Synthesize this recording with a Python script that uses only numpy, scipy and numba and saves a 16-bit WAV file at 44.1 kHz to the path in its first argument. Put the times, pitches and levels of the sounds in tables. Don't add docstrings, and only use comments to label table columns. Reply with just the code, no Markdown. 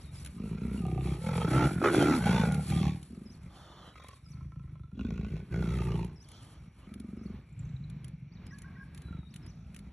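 import sys
import numpy as np
from scipy import signal
from scipy.fft import rfft, irfft
from scipy.io import wavfile
from scipy.ndimage import uniform_filter1d
from numba import njit

SR = 44100
rng = np.random.default_rng(int(sys.argv[2]) if len(sys.argv) > 2 else 0)


def volts_from_db(level):
    exponent = np.asarray(level, float) / 20
    return 10 ** exponent


def to_wav(s):
    ch = np.atleast_2d(s).T
    pcm = np.round(np.clip(ch, -1, 1) * 32767)
    wavfile.write(sys.argv[1], SR, pcm.astype(np.int16))


N = 437472
TIME = np.arange(N) / SR


def noise():
    return rng.standard_normal(N)


def drift(rate_hz):
    points = int(10 * rate_hz) + 2
    return np.interp(TIME * rate_hz, np.arange(points), rng.standard_normal(points))


def in_time(rows):
    start_s, *columns = np.transpose(rows)
    return [np.interp(TIME, start_s, column) for column in columns]


def coloured(x, points):
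    freq_hz, level_db = np.transpose(points)
    log_hz = np.log(np.fft.rfftfreq(N, 1 / SR) + 1)
    y = irfft(rfft(x) * volts_from_db(np.interp(log_hz, np.log(freq_hz), level_db)), N)
    return y / np.std(y)


def evened(x, span_s=.09):
    size = int(span_s * SR)
    power = uniform_filter1d(uniform_filter1d(x ** 2, size), size)
    return x / np.sqrt(power + 1e-12)


@njit
def two_pole(x, w, r):
    y = np.zeros(len(x))
    for i in range(2, len(x)):
        push = (1 - r[i] ** 2) / 2 * (x[i] - x[i - 2])
        y[i] = push + 2 * r[i] * np.cos(w[i]) * y[i - 1] - r[i] ** 2 * y[i - 2]
    return y


def resonance(x, centre_hz, width_hz):
    w = 2 * np.pi * centre_hz / SR * np.ones(N)
    r = np.exp(-np.pi * width_hz / SR) * np.ones(N)
    return two_pole(x, w, r)


def tract(x, centre_hz, width_hz, order=2):
    for _ in range(order):
        x = resonance(x, centre_hz, width_hz)
    return x


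def edges_db(start_s, hold_s, rise_s, fall_s):
    rise = (TIME - start_s) / rise_s
    fall = (start_s + hold_s - TIME) / fall_s
    return 20 * np.minimum(0, np.minimum(rise, fall))


def cats():
    (throat_db, mouth_db, teeth_db), shape, manner = delivery()
    breath = manner[2]
    snaps, hard = fold_snaps(manner, mouth_db)
    hiss = chopped_breath(manner)
    boom = throat_boom(shape, manner)
    ring = mouth_ring(snaps, hard, hiss, shape, breath)
    teeth = teeth_hiss(snaps, hard, hiss, breath)
    return volts_from_db(throat_db) * evened(boom) + volts_from_db(mouth_db) * evened(ring) + volts_from_db(teeth_db) * evened(teeth)


# voice, start_s, hold_s, level_db, swell_db over the hold, throat_hz
CLASH = [("mutter", 0, 0.3, -47, 2.6, 128), ("grunt", 0.389, 0.4, -38, 5.1, 195),
         ("knock", 0.833, 0.17, -32, 0.99, 160), ("wheeze", 1.041, 0.099, -31.5, .1, 150.5),
         ("snarl", 1.269, 0.177, -32, 2.5, 157), ("bellow", 1.5626, 0.092, -24, 0.11, 147),
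         ("gulp", 1.78, 0.03, -30, 0.12, 168), ("bark", 1.845, .05, -24, -5, 430),
         ("roar", 1.97, 0.18, -23, -1.9, 318), ("rasp", 2.274, 0.17, -24, -2.7, 176),
         ("seethe", 2.3, 0.099, -46, .1, 170), ("groan", 2.511, 0.098, -27.5, -3, 163),
         ("huff", 2.717, 0.17, -27, .1, 164), ("rattle", 3.146, .15, -42.5, -6.5, 204)]
# voice, start_s, hold_s, level_db, swell_db over the hold, throat_hz
STANDOFF = [("mutter", 3.44, 0.036, -44, .1, 147), ("hiss", 3.55, 0.34, -57.5, 1.8, 161),
            ("click", 3.96, 0.16, -58, -3, 145), ("purr", 4.387, 0.522, -42, -4, 133.5),
            ("crack", 5.0, 0.38, -34.5, -1.4, 206.5), ("growl", 5.52, 0.49, -30.5, -0.33, 152.7),
            ("seethe", 5.7, 0.13, -55, 0.11, 150), ("seethe", 6.34, 0.037, -62, .1, 148),
            ("hiss", 6.31, 0.067, -64, .1, 150), ("hiss", 6.42, 0.15, -64, .1, 140),
            ("mutter", 6.62, 0.0645, -48.5, .1, 144), ("hiss", 6.83, 0.093, -64.5, 0.11, 110),
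            ("rattle", 6.9, 0.41, -45.5, 4.4, 206), ("rumble", 7.6, 0.688, -38.5, -8, 126.2),
            ("hum", 8.35, .65, -50, .1, 165), ("cough", 9.11, 0.08, -40.5, .1, 161),
            ("hum", 9.3, .14, -49, -.5, 168), ("mutter", 9.48, 0.41, -48.5, 0.44, 151)]
MANNER = {"mutter": (.65, .3, .85, 3), "grunt": (.45, .3, .5, 2), "knock": (.3, .3, .08, 1.5),
          "snarl": (.9, .3, .35, 3), "bellow": (.8, .3, .6, 3), "groan": (.5, .3, .4, 2.5),
          "bark": (.85, .3, .45, 3.5), "roar": (.85, .3, .45, 3.5), "rasp": (.85, .3, .45, 2.5),
          "rattle": (.1, .3, .75, 2), "hiss": (.6, .3, 1, 5), "click": (.1, .7, .25, 3),
          "purr": (.15, .53, .05, 4), "growl": (.45, .17, .33, 2), "seethe": (.6, .3, 1, 4),
          "wheeze": (.3, .3, .7, 2), "rumble": (.3, .3, .95, 3.5), "hum": (.38, .3, .95, 3),
          "cough": (.1, .33, .08, 3), "huff": (.25, .3, .3, 2), "crack": (.55, .33, .3, 4.5),
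          "gulp": (.9, .3, .5, 2.5)}
SHAPE = {"mutter": (1.156, 307, 810, 1290, 0.99), "grunt": (0.994, 406, 965, 1280, 1.073),
         "knock": (0.91, 337, 755, 1215, 0.98), "seethe": (1.02, 327, 890, 1224, 1.03),
         "wheeze": (0.934, 340, 783, 1210, 1.02), "snarl": (1.056, 468, 880, 1340, 0.98),
         "bellow": (1, 290, 856, 1347, .99), "groan": (0.98, 477, 830, 1420, .96),
         "bark": (0.71, 240, 850, 1295, 1.03), "roar": (0.86, 162, 830, 1415, 0.93),
         "rasp": (0.975, 434, 862, 1490, .97), "rattle": (0.918, 345, 790, 1330, 0.9),
         "hiss": (0.99, 322, 890, 1224, 1.07), "click": (0.51, 290, 1045, 1270, 0.88),
         "purr": (0.94, 343, 1040, 1325, 1.005), "growl": (0.982, 378, 892, 1500, 0.716),
         "rumble": (1.21, 100, 1200, 1290, 1.07), "hum": (0.973, 274, 1200, 1350, 0.9),
         "cough": (1.02, 312, 890, 1400, .92), "huff": (0.974, 317, 792, 1207, 0.93),
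         "crack": (0.758, 387, 1065, 1430, 1.04), "gulp": (1.1, 327, 770, 1380, 0.96)}
BALANCE = {"mutter": (-1.5, -24.5, -5, -23, -26.5), "grunt": (-9, -16, -3, -24.5, -27.5),
           "knock": (-11, -13, 6, -18, -29), "seethe": (-1.5, -8, .6, -17, -.1),
           "wheeze": (-8.5, -12, 6, -20, -22.5), "snarl": (-10, -13.5, 1, -11.5, -18.5),
           "bellow": (-15, -6.5, -2.5, -8, -19), "groan": (-15, -23, 1, -18.5, -28.5),
           "bark": (-20, -4.5, -7.5, 3, -16), "roar": (-18.5, -6, -6, -8, -16.5),
           "rasp": (-14.5, -16.5, 0.5, -9, -19), "rattle": (-10, -13, -23, -25, -31),
           "hiss": (0, -7, 1.5, -1.5, -6.5), "click": (2, -23, -9, 3, -2),
           "purr": (-7, -30.5, -6, -23.5, -33), "growl": (-7, -13, -12.5, -18.5, -25),
           "rumble": (-12, -52, -12, -36.5, -34.5), "hum": (-12.5, -28, 4, -37, -32.5),
           "cough": (-2, -15.5, -11, -19.5, -29.5), "huff": (-11.5, -15.5, 1.5, -19, -21),
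           "crack": (-4, -16, -7, -23.5, -25), "gulp": (-11, -12.5, -13, -14, -40)}
EDGES = {"mutter": (0.093, 0.03), "grunt": (0.078, 0.1), "knock": (0.059, 0.11), "seethe": (.15, 0.18),
         "wheeze": (0.058, 0.12), "snarl": (0.1, .1), "bellow": (0.21, 0.11), "groan": (0.12, 0.066),
         "bark": (0.029, 0.043), "roar": (0.16, 0.086), "rasp": (0.15, 0.2), "rattle": (0.095, 0.12),
         "hiss": (0.15, 0.11), "click": (0.043, 0.15), "purr": (0.26, 0.099), "growl": (0.018, 0.144),
         "rumble": (0.13, 0.043), "hum": (0.13, 0.11), "cough": (.1, 0.096), "huff": (0.076, .12),
         "crack": (0.09, 0.13), "gulp": (0.13, .1)}
MOUTH_FOLLOWS, TEETH_FOLLOW = 1.21, 1.22
GLIDE_CURVE, SECOND_GAIN = 1.37, 6.7
GLIDE_S = 0.041


def delivery():
    power = np.full((3, N), 1e-14)
    loudest_db = np.full(N, -np.inf)
    voice = np.zeros((11, N))
    for name, start_s, hold_s, level_db, swell_db, throat_hz in CLASH + STANDOFF:
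        glide, jaw_hz, second_hz, third_hz, third_glide = SHAPE[name]
        chest_db, jaw_db, second_db, mouth_db, teeth_db = BALANCE[name]
        along = np.clip((TIME - start_s) / hold_s, 0, 1)
        effort_db = edges_db(start_s, hold_s, *EDGES[name]) + swell_db * along
        mouth_layer_db = mouth_db + MOUTH_FOLLOWS * effort_db
        teeth_layer_db = teeth_db + TEETH_FOLLOW * effort_db
        power += volts_from_db(level_db + np.array([effort_db, mouth_layer_db, teeth_layer_db])) ** 2
        presence_db = 2 * level_db + effort_db + mouth_layer_db
        leads = presence_db > loudest_db
        loudest_db[leads] = presence_db[leads]
        settings = [throat_hz, jaw_hz, second_hz, third_hz, chest_db, jaw_db, second_db, *MANNER[name]]
        voice[:, leads] = np.array(settings)[:, None]
        voice[0, leads] *= glide ** along[leads]
        sink_db = -20 * np.log10(third_glide) * along[leads] ** GLIDE_CURVE
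        voice[3, leads] *= volts_from_db(-sink_db)
        voice[6, leads] += SECOND_GAIN * sink_db
    shape = uniform_filter1d(voice[:7], int(GLIDE_S * SR), axis=1)
    return 10 * np.log10(power), shape, voice[7:]


# first_s, last_s, beats between
RUNS = [(.008, .269, 6), (.332, .555, 6), (.624, 1.126, 16), (1.159, 1.225, 2), (1.274, 1.455, 4),
        (1.522, 1.676, 5), (1.72, 1.81, 2), (1.85, 2.194, 13), (2.229, 2.403, 5), (2.441, 2.48, 1),
        (2.504, 2.691, 7), (2.714, 3.135, 16), (3.179, 4.144, 22), (4.238, 4.613, 10), (4.653, 4.933, 7),
        (4.982, 5.49, 14), (5.518, 5.846, 10), (5.881, 6.124, 7), (6.15, 6.838, 18), (6.878, 7.391, 12),
        (7.466, 7.814, 10), (7.853, 8.051, 5), (8.1, 9.058, 22), (9.112, 9.524, 10), (9.56, 9.704, 4),
        (9.746, 11.021, 30)]


def fold_cycles(time_s):
    first_s, last_s, count = np.transpose(RUNS)
    done = np.cumsum(count + 1) - 1
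    ends_s = np.c_[first_s, last_s].ravel()
    return np.interp(time_s, ends_s, np.c_[done - count, done].ravel())


def pulses(cycles, delay, share, uneven_db, jitter_s):
    halves = np.floor(2 * (cycles - delay))
    at = np.flatnonzero(np.diff(halves) > 0)
    chance = rng.standard_normal((700, 2))[:len(at)]
    size = np.where(halves[at + 1] % 2, share[at], 1) * volts_from_db(uneven_db[at] * chance[:, 0])
    late = (jitter_s * SR * chance[:, 1]).astype(int)
    out = np.zeros(N)
    out[np.clip(at + late, 0, N - 1)] = size
    return out


def throat_boom(shape, manner):
    throat_hz, jaw_hz, _, _, chest_db, jaw_db, _ = shape
    share, _, breath, uneven_db = manner
    cycles = fold_cycles(TIME + 1.5 / throat_hz)
    puffs = evened(pulses(cycles, 0, share, uneven_db, .0014)) + (.14 + .3 * breath) * noise()
    boom = tract(puffs, throat_hz * volts_from_db(0.7 * drift(25)), 0.51 * throat_hz, order=3)
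    boom += volts_from_db(chest_db + 6.0) * tract(puffs, 65.9, 27.2)
    boom -= volts_from_db(-9) * tract(puffs, 119.1, 40.7)
    boom += volts_from_db(jaw_db) * tract(puffs, jaw_hz * volts_from_db(.5 * drift(22)), 97.0)
    return boom


def wet_tail(clicks):
    return signal.lfilter([1], [1, -np.exp(-1 / (.0012 * SR))], clicks + 1e-18)


def fold_snaps(manner, mouth_db):
    share, delay, _, uneven_db = manner
    snaps = pulses(fold_cycles(TIME), delay, share ** 1.5, uneven_db + 1.5, .001)
    spit = noise()
    hard, apart = slaps(mouth_db)
    snaps = 0.65 * apart * evened(snaps + .25 * wet_tail(snaps) * spit)
    return snaps, hard + .15 * spit * wet_tail(hard)


# start_s, peak_db
SLAPS = [(0.82, -43), (0.852, -35.5), (0.882, -37), (0.914, -36), (0.946, -39.5), (0.977, -35),
         (1.071, -38), (1.27, -34.5), (1.332, -33.5), (1.354, -34), (1.378, -27.5), (1.416, -29),
         (1.533, -30), (1.708, -37), (1.816, -22), (1.841, -18), (1.933, -28), (1.946, -20.5), (1.998, -24),
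         (2.012, -21), (2.025, -14), (2.268, -24.5), (2.83, -34.5), (4.408, -56), (4.446, -56), (4.52, -46),
         (4.559, -52), (4.595, -52), (4.637, -58), (4.755, -52), (4.795, -59), (4.916, -53), (4.993, -43),
         (5.01, -40.5), (5.049, -43), (5.106, -40), (5.178, -44.5), (5.212, -45), (5.247, -43),
         (5.367, -45), (5.402, -48), (5.542, -32), (5.561, -33), (5.625, -35), (5.787, -35), (5.818, -38),
         (5.885, -36.5), (5.919, -33), (5.955, -37), (5.991, -39), (6.029, -39.5), (9.084, -47),
         (9.126, -44), (9.171, -50), (9.23, -56)]
SLAP_GAIN_DB = 18.0


def slaps(mouth_db):
    start_s, peak_db = np.transpose(SLAPS)
    at = (start_s * SR).astype(int)
    out = np.zeros(N)
    out[at] = volts_from_db(peak_db - mouth_db[at] + SLAP_GAIN_DB)
    apart = uniform_filter1d(1. * (out > 0), size=SR // 50) < 1e-9
    return out, apart


def chopped_breath(manner):
    _, delay, breath, _ = manner
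    phase = 4 * np.pi * (fold_cycles(TIME) - delay - .08)
    gate = 1 + .6 * (1 - breath ** 3) * np.cos(phase)
    return evened(gate * noise())


def mouth_ring(snaps, hard, hiss, shape, breath):
    throat_hz, _, second_hz, third_hz, _, _, second_db = shape
    source = np.sqrt(1 - breath) * snaps + np.sqrt(breath) * hiss + hard
    gape = np.clip(throat_hz / 170, 1, 1.9) ** 2 + 3 * breath ** 3
    gape *= volts_from_db(np.minimum(3 * breath, 1) * (2 + 3 * drift(14)))
    second_hz = second_hz * volts_from_db(.6 * breath * drift(15))
    third_hz = third_hz * volts_from_db(.5 * breath * drift(15))
    third = resonance(tract(source, third_hz, 530.0, order=1), third_hz, 25.4 * gape)
    second = resonance(tract(source, second_hz, 570.0, order=1), second_hz, 29.0 * gape)
    ring = (third - volts_from_db(second_db) * second) * np.sqrt(1 / gape)
    soft = volts_from_db(-7.0) * tract(source, 512.0, 474.0) + volts_from_db(-12.0) * tract(hiss, 1274.0, 890.0)
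    return ring + np.sqrt(breath) * soft


# centre_hz, width_hz, level_db
TEETH = [(1900, 420, 9), (2320, 253, 13), (2670, 300, 9), (3362, 123, 9.5), (3850, 59, 4.5)]


def teeth_hiss(snaps, hard, hiss, breath):
    wide = np.clip(2.1 * breath + .15, 0, 1)
    source = np.sqrt(1 - wide) * snaps + np.sqrt(wide) * hiss + volts_from_db(-5.5) * hard
    bared = breath == 1
    sway = volts_from_db(.2 * drift(5) + 2.2 * bared)
    teeth = volts_from_db(2.5) * np.sqrt(wide) * tract(source, 2650.0 * sway, 4500.0)
    for k, (centre_hz, width_hz, level_db) in enumerate(TEETH):
        gain = volts_from_db(level_db + 4 * drift(9) - 9 * bared * (k == 0)) * (-1) ** k
        teeth += gain * tract(source, centre_hz * sway * volts_from_db(.3 * drift(35)), 1.3 * width_hz)
    return teeth


def grass():
    return rustle() + cracking()


# start_s, hold_s, level_db
BRUSHES = [(0, 0.83, -65.5), (0.732, 0.092, -61.5), (1.085, 0.31, -54.5), (1.525, 0.17, -49),
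           (1.881, 0.27, -49), (2.29, 0.14, -49), (2.682, 0.062, -49.5), (3.042, 1.21, -74),
           (4.5, .4, -84.5), (5.288, 0.068, -76), (5.565, 0.14, -73.5), (5.734, 0.13, -62),
           (6.287, 0.22, -70), (6.76, 0.61, -79), (7.49, 0.12, -77.5), (8.04, 0.032, -82),
           (8.57, 0.022, -74), (8.963, 0.015, -71.5), (9.34, 0.037, -77.5), (9.75, 0.03, -76.5)]
# freq_hz, level_db
RUSTLE = [(3600, -6), (4700, -5.5), (6500, -13.5), (8000, 1.5), (10200, -2.5), (11500, -7), (12800, -48),
          (14000, -45)]


def rustle():
    grains = noise() * volts_from_db(1.9 * drift(250) + 3.7 * drift(30))
    power = np.zeros(N)
    for start_s, hold_s, level_db in BRUSHES:
        power += volts_from_db(level_db + edges_db(start_s, hold_s, rise_s=0.19, fall_s=0.3)) ** 2
    return volts_from_db(2.0) * np.sqrt(power) * coloured(grains, RUSTLE)


# start_s, peak_db
CRACKS = [(0.248, -38), (0.2603, -34.5), (0.2712, -41), (0.865, -45), (1.999, -34), (2.013, -36.5),
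          (2.026, -32.5), (2.041, -34), (2.258, -36.5), (2.521, -33.5), (2.5437, -33.5), (2.7014, -31.5),
          (3.029, -44.5), (4.037, -50), (4.0844, -42), (6.0455, -42.5), (6.287, -45.5), (6.316, -44.5),
          (6.9387, -41), (6.999, -44.5), (7.899, -47.5), (8.0444, -41.5), (8.081, -48), (8.466, -46),
          (8.5849, -42.5), (8.619, -44.5), (8.9467, -45.5), (8.976, -42.5), (9.019, -47.5), (9.34, -44.5),
          (9.3605, -40.5), (9.463, -49.5), (9.7448, -43.5), (9.763, -40.5), (9.7898, -46)]


def cracking():
    burst, after_s = np.zeros(N), np.arange(400) / SR
    for start_s, peak_db in CRACKS:
        i = round(start_s * SR)
        burst[i:i + 400] += volts_from_db(peak_db - 8.0) * np.exp(-((after_s - .0012) / 0.0041) ** 2)
    spectrum = [(700, -39), (1500, 3.5), (3000, 6.0), (6000, -2.5), (10000, 9.0), (12500, -12.0), (15000, -37)]
    return burst * coloured(noise(), spectrum)


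def note(start_s, shape, level_db, fade_s):
    point_s, pitch_hz = np.transpose(shape)
    end_s = point_s[-1]
    on = slice(max(0, int(start_s * SR)), int((start_s + end_s) * SR) + 1)
    t = TIME[on] - start_s
    fade = np.clip(np.minimum(t, end_s - t) / fade_s, 0, 1)
    phase = 2 * np.pi * np.cumsum(np.interp(t, point_s, pitch_hz)) / SR
    out = np.zeros(N)
    out[on] = volts_from_db(level_db + 8.0) * fade * np.sin(phase)
    return out


def birds():
    out = (small_bird() + hooting_bird() + twitter()) * volts_from_db(5 * drift(150) - 3)
    trees = rng.standard_normal(SR // 2) * np.exp(-TIME[:SR // 2] / 0.18)
    return out + volts_from_db(-44) * signal.fftconvolve(out, trees)[:N]


# point_s from note start, pitch_hz
FLICK = [(0, 4290.5), (.012, 4707), (.028, 6293), (.04, 4499), (.065, 3491)]
SWOOP = [(0, 5600), (.028, 4900), (.05, 5100), (.067, 6050), (.077, 6100), (.092, 4440), (.105, 4300)]
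WHISTLE = [(0, 4010), (.28, 3725)]
# start_s, level_db
FLICKS = [(0, -70), (3.116, -76.5), (4.103, -73.5), (8.316, -76.5), (9.29, -73)]
SWOOPS = [(.135, -68.5), (3.251, -70.5), (4.241, -72), (6.158, -70), (7.171, -78), (8.455, -73.5),
          (9.423, -71.5)]
WHISTLES = [(-.17, -73.5), (3.801, -75.5), (9.018, -76)]


def small_bird():
    out = np.zeros(N)
    for shape, sung in ((FLICK, FLICKS), (SWOOP, SWOOPS), (WHISTLE, WHISTLES)):
        for start_s, level_db in sung:
            out += note(start_s, shape, level_db, fade_s=0.0056)
    return out


# start_s, length_s, pitch_hz, level_db
HOOTS = [
    (8.518, 0.053, 561, -58.5),
    (8.642, 0.06, 535, -57.5),
    (8.763, 0.077, 540.3, -57.5),
]


def hooting_bird():
    out = note(8.6, [(0, 1076), (.06, 1105), (.19, 1100)], -74, fade_s=.04)
    for start_s, length_s, pitch_hz, level_db in HOOTS:
        for multiple, rel_db in ((3, -1.5), (2, -13), (10, -28)):
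            tone_hz = pitch_hz * multiple
            shape = [(0, .91 * tone_hz), (.018, tone_hz), (length_s, tone_hz)]
            out += note(start_s, shape, level_db + rel_db, fade_s=0.0043)
        out += note(start_s - .014, [(0, 1900), (.02, 1940)], level_db - 6.0, fade_s=0.0065)
    return out


# start_s, pitch_hz, level_db
CHIPS = [(7.42, 7400, -81), (7.49, 7300, -80), (7.525, 7400, -72), (7.59, 7340, -60.5), (7.625, 7350, -74),
         (7.65, 6200, -71), (7.69, 6060, -77), (7.62, 3900, -79), (7.69, 3850, -76), (7.725, 3880, -77),
         (7.762, 3870, -70.5), (7.838, 3980, -68.5), (8.13, 4580, -85), (8.82, 4650, -80)]
CHIP_S = 0.0093


def twitter():
    out = np.zeros(N)
    for start_s, pitch_hz, level_db in CHIPS:
        out += note(start_s, [(0, 1.07 * pitch_hz), (CHIP_S, .94 * pitch_hz)], level_db, fade_s=0.0034)
    return out


# start_s, low_kind_db, high_kind_db
INSECTS = [(0, -78.5, -88), (3.5, -92, -96), (4.2, -86, -95), (4.3, -75, -95), (4.45, -82, -94),
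           (4.75, -92, -95), (6.2, -84, -91), (6.35, -81.5, -78), (6.7, -79, -85), (6.9, -76.5, -94),
           (7.3, -79, -84), (7.5, -74.5, -94), (8.3, -75.5, -90), (8.8, -73.5, -92), (9.9, -92, -95)]


def insects():
    low_db, high_db = in_time(INSECTS)
    low = volts_from_db(low_db + 1.5 * drift(19)) * evened(tract(noise(), 2290.0, 340.0))
    high = volts_from_db(high_db + 2.7 * drift(30)) * evened(tract(noise(), 5700.0, 490.0))
    return low + high


# freq_hz, level_db per Hz
BUSH = [(20, -42), (55, 5.5), (120, 4), (250, -6.5), (500, -22.5), (2300, -27), (3200, -34), (4500, -37.5),
        (7000, -54), (10000, -58), (13000, -54)]
# start_s, level_db
BUSH_LEVEL = [
    (3.9, 2.5),
    (4.3, -5.5),
    (4.9, -5.5),
    (5.6, 10.5),
    (6.3, 1.2),
    (8.4, 3),
]
BUSH_DB = -56.5


def breeze():
    return volts_from_db(BUSH_DB + in_time(BUSH_LEVEL)[0] + 3.5 * drift(11)) * coloured(noise(), BUSH)


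SCATTER_DB, SCATTER_HZ, SCATTER_S = -6, 2600, .008


def scattered(wave):
    smear = rng.standard_normal(SR // 20) * np.exp(-TIME[:SR // 20] / SCATTER_S)
    bright = signal.lfilter(*signal.butter(2, SCATTER_HZ, "high", fs=SR), wave)
    return volts_from_db(SCATTER_DB) * signal.oaconvolve(bright, smear / np.linalg.norm(smear))[:N]


def scene():
    wave = cats() + grass() + birds() + insects() + breeze()
    return wave + scattered(wave) * [[1], [-1]]


# freq_hz, left_lead_rad
PORT_PHASE = [(100, 0), (350, -.13), (600, 0), (2100, 0), (2670, .7), (3620, .3), (4390, 1.2), (5000, 3.4),
              (5510, 6.2), (6370, 6.3), (8350, 9.3), (9560, 9.4), (9820, 6.3), (10600, 7.3), (11600, 12.5),
              (13100, 12.6)]
# freq_hz, left_over_right_db
PORT_BALANCE = [(200, 0), (340, -.6), (520, -2.4), (1000, -2.3), (1500, -1.4), (2000, 0)]


def two_ports(dry):
    bins_hz = np.fft.rfftfreq(N, 1 / SR)
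    lead_rad = np.interp(bins_hz, *np.transpose(PORT_PHASE))
    tilt_db = np.interp(bins_hz, *np.transpose(PORT_BALANCE))
    left = volts_from_db(tilt_db / 2) * np.exp(.5j * lead_rad)
    direct = dry.mean(axis=0)
    return irfft(rfft(direct) * np.array([left, 1 / left]), N) + dry - direct


def band_limit(x):
    return signal.sosfilt(signal.butter(12, 13600, fs=SR, output="sos"), x)


def record(dry):
    mix = .36 * np.tanh(two_ports(dry) / .36)
    return band_limit(mix)


dry = scene()
out = record(dry)
to_wav(out)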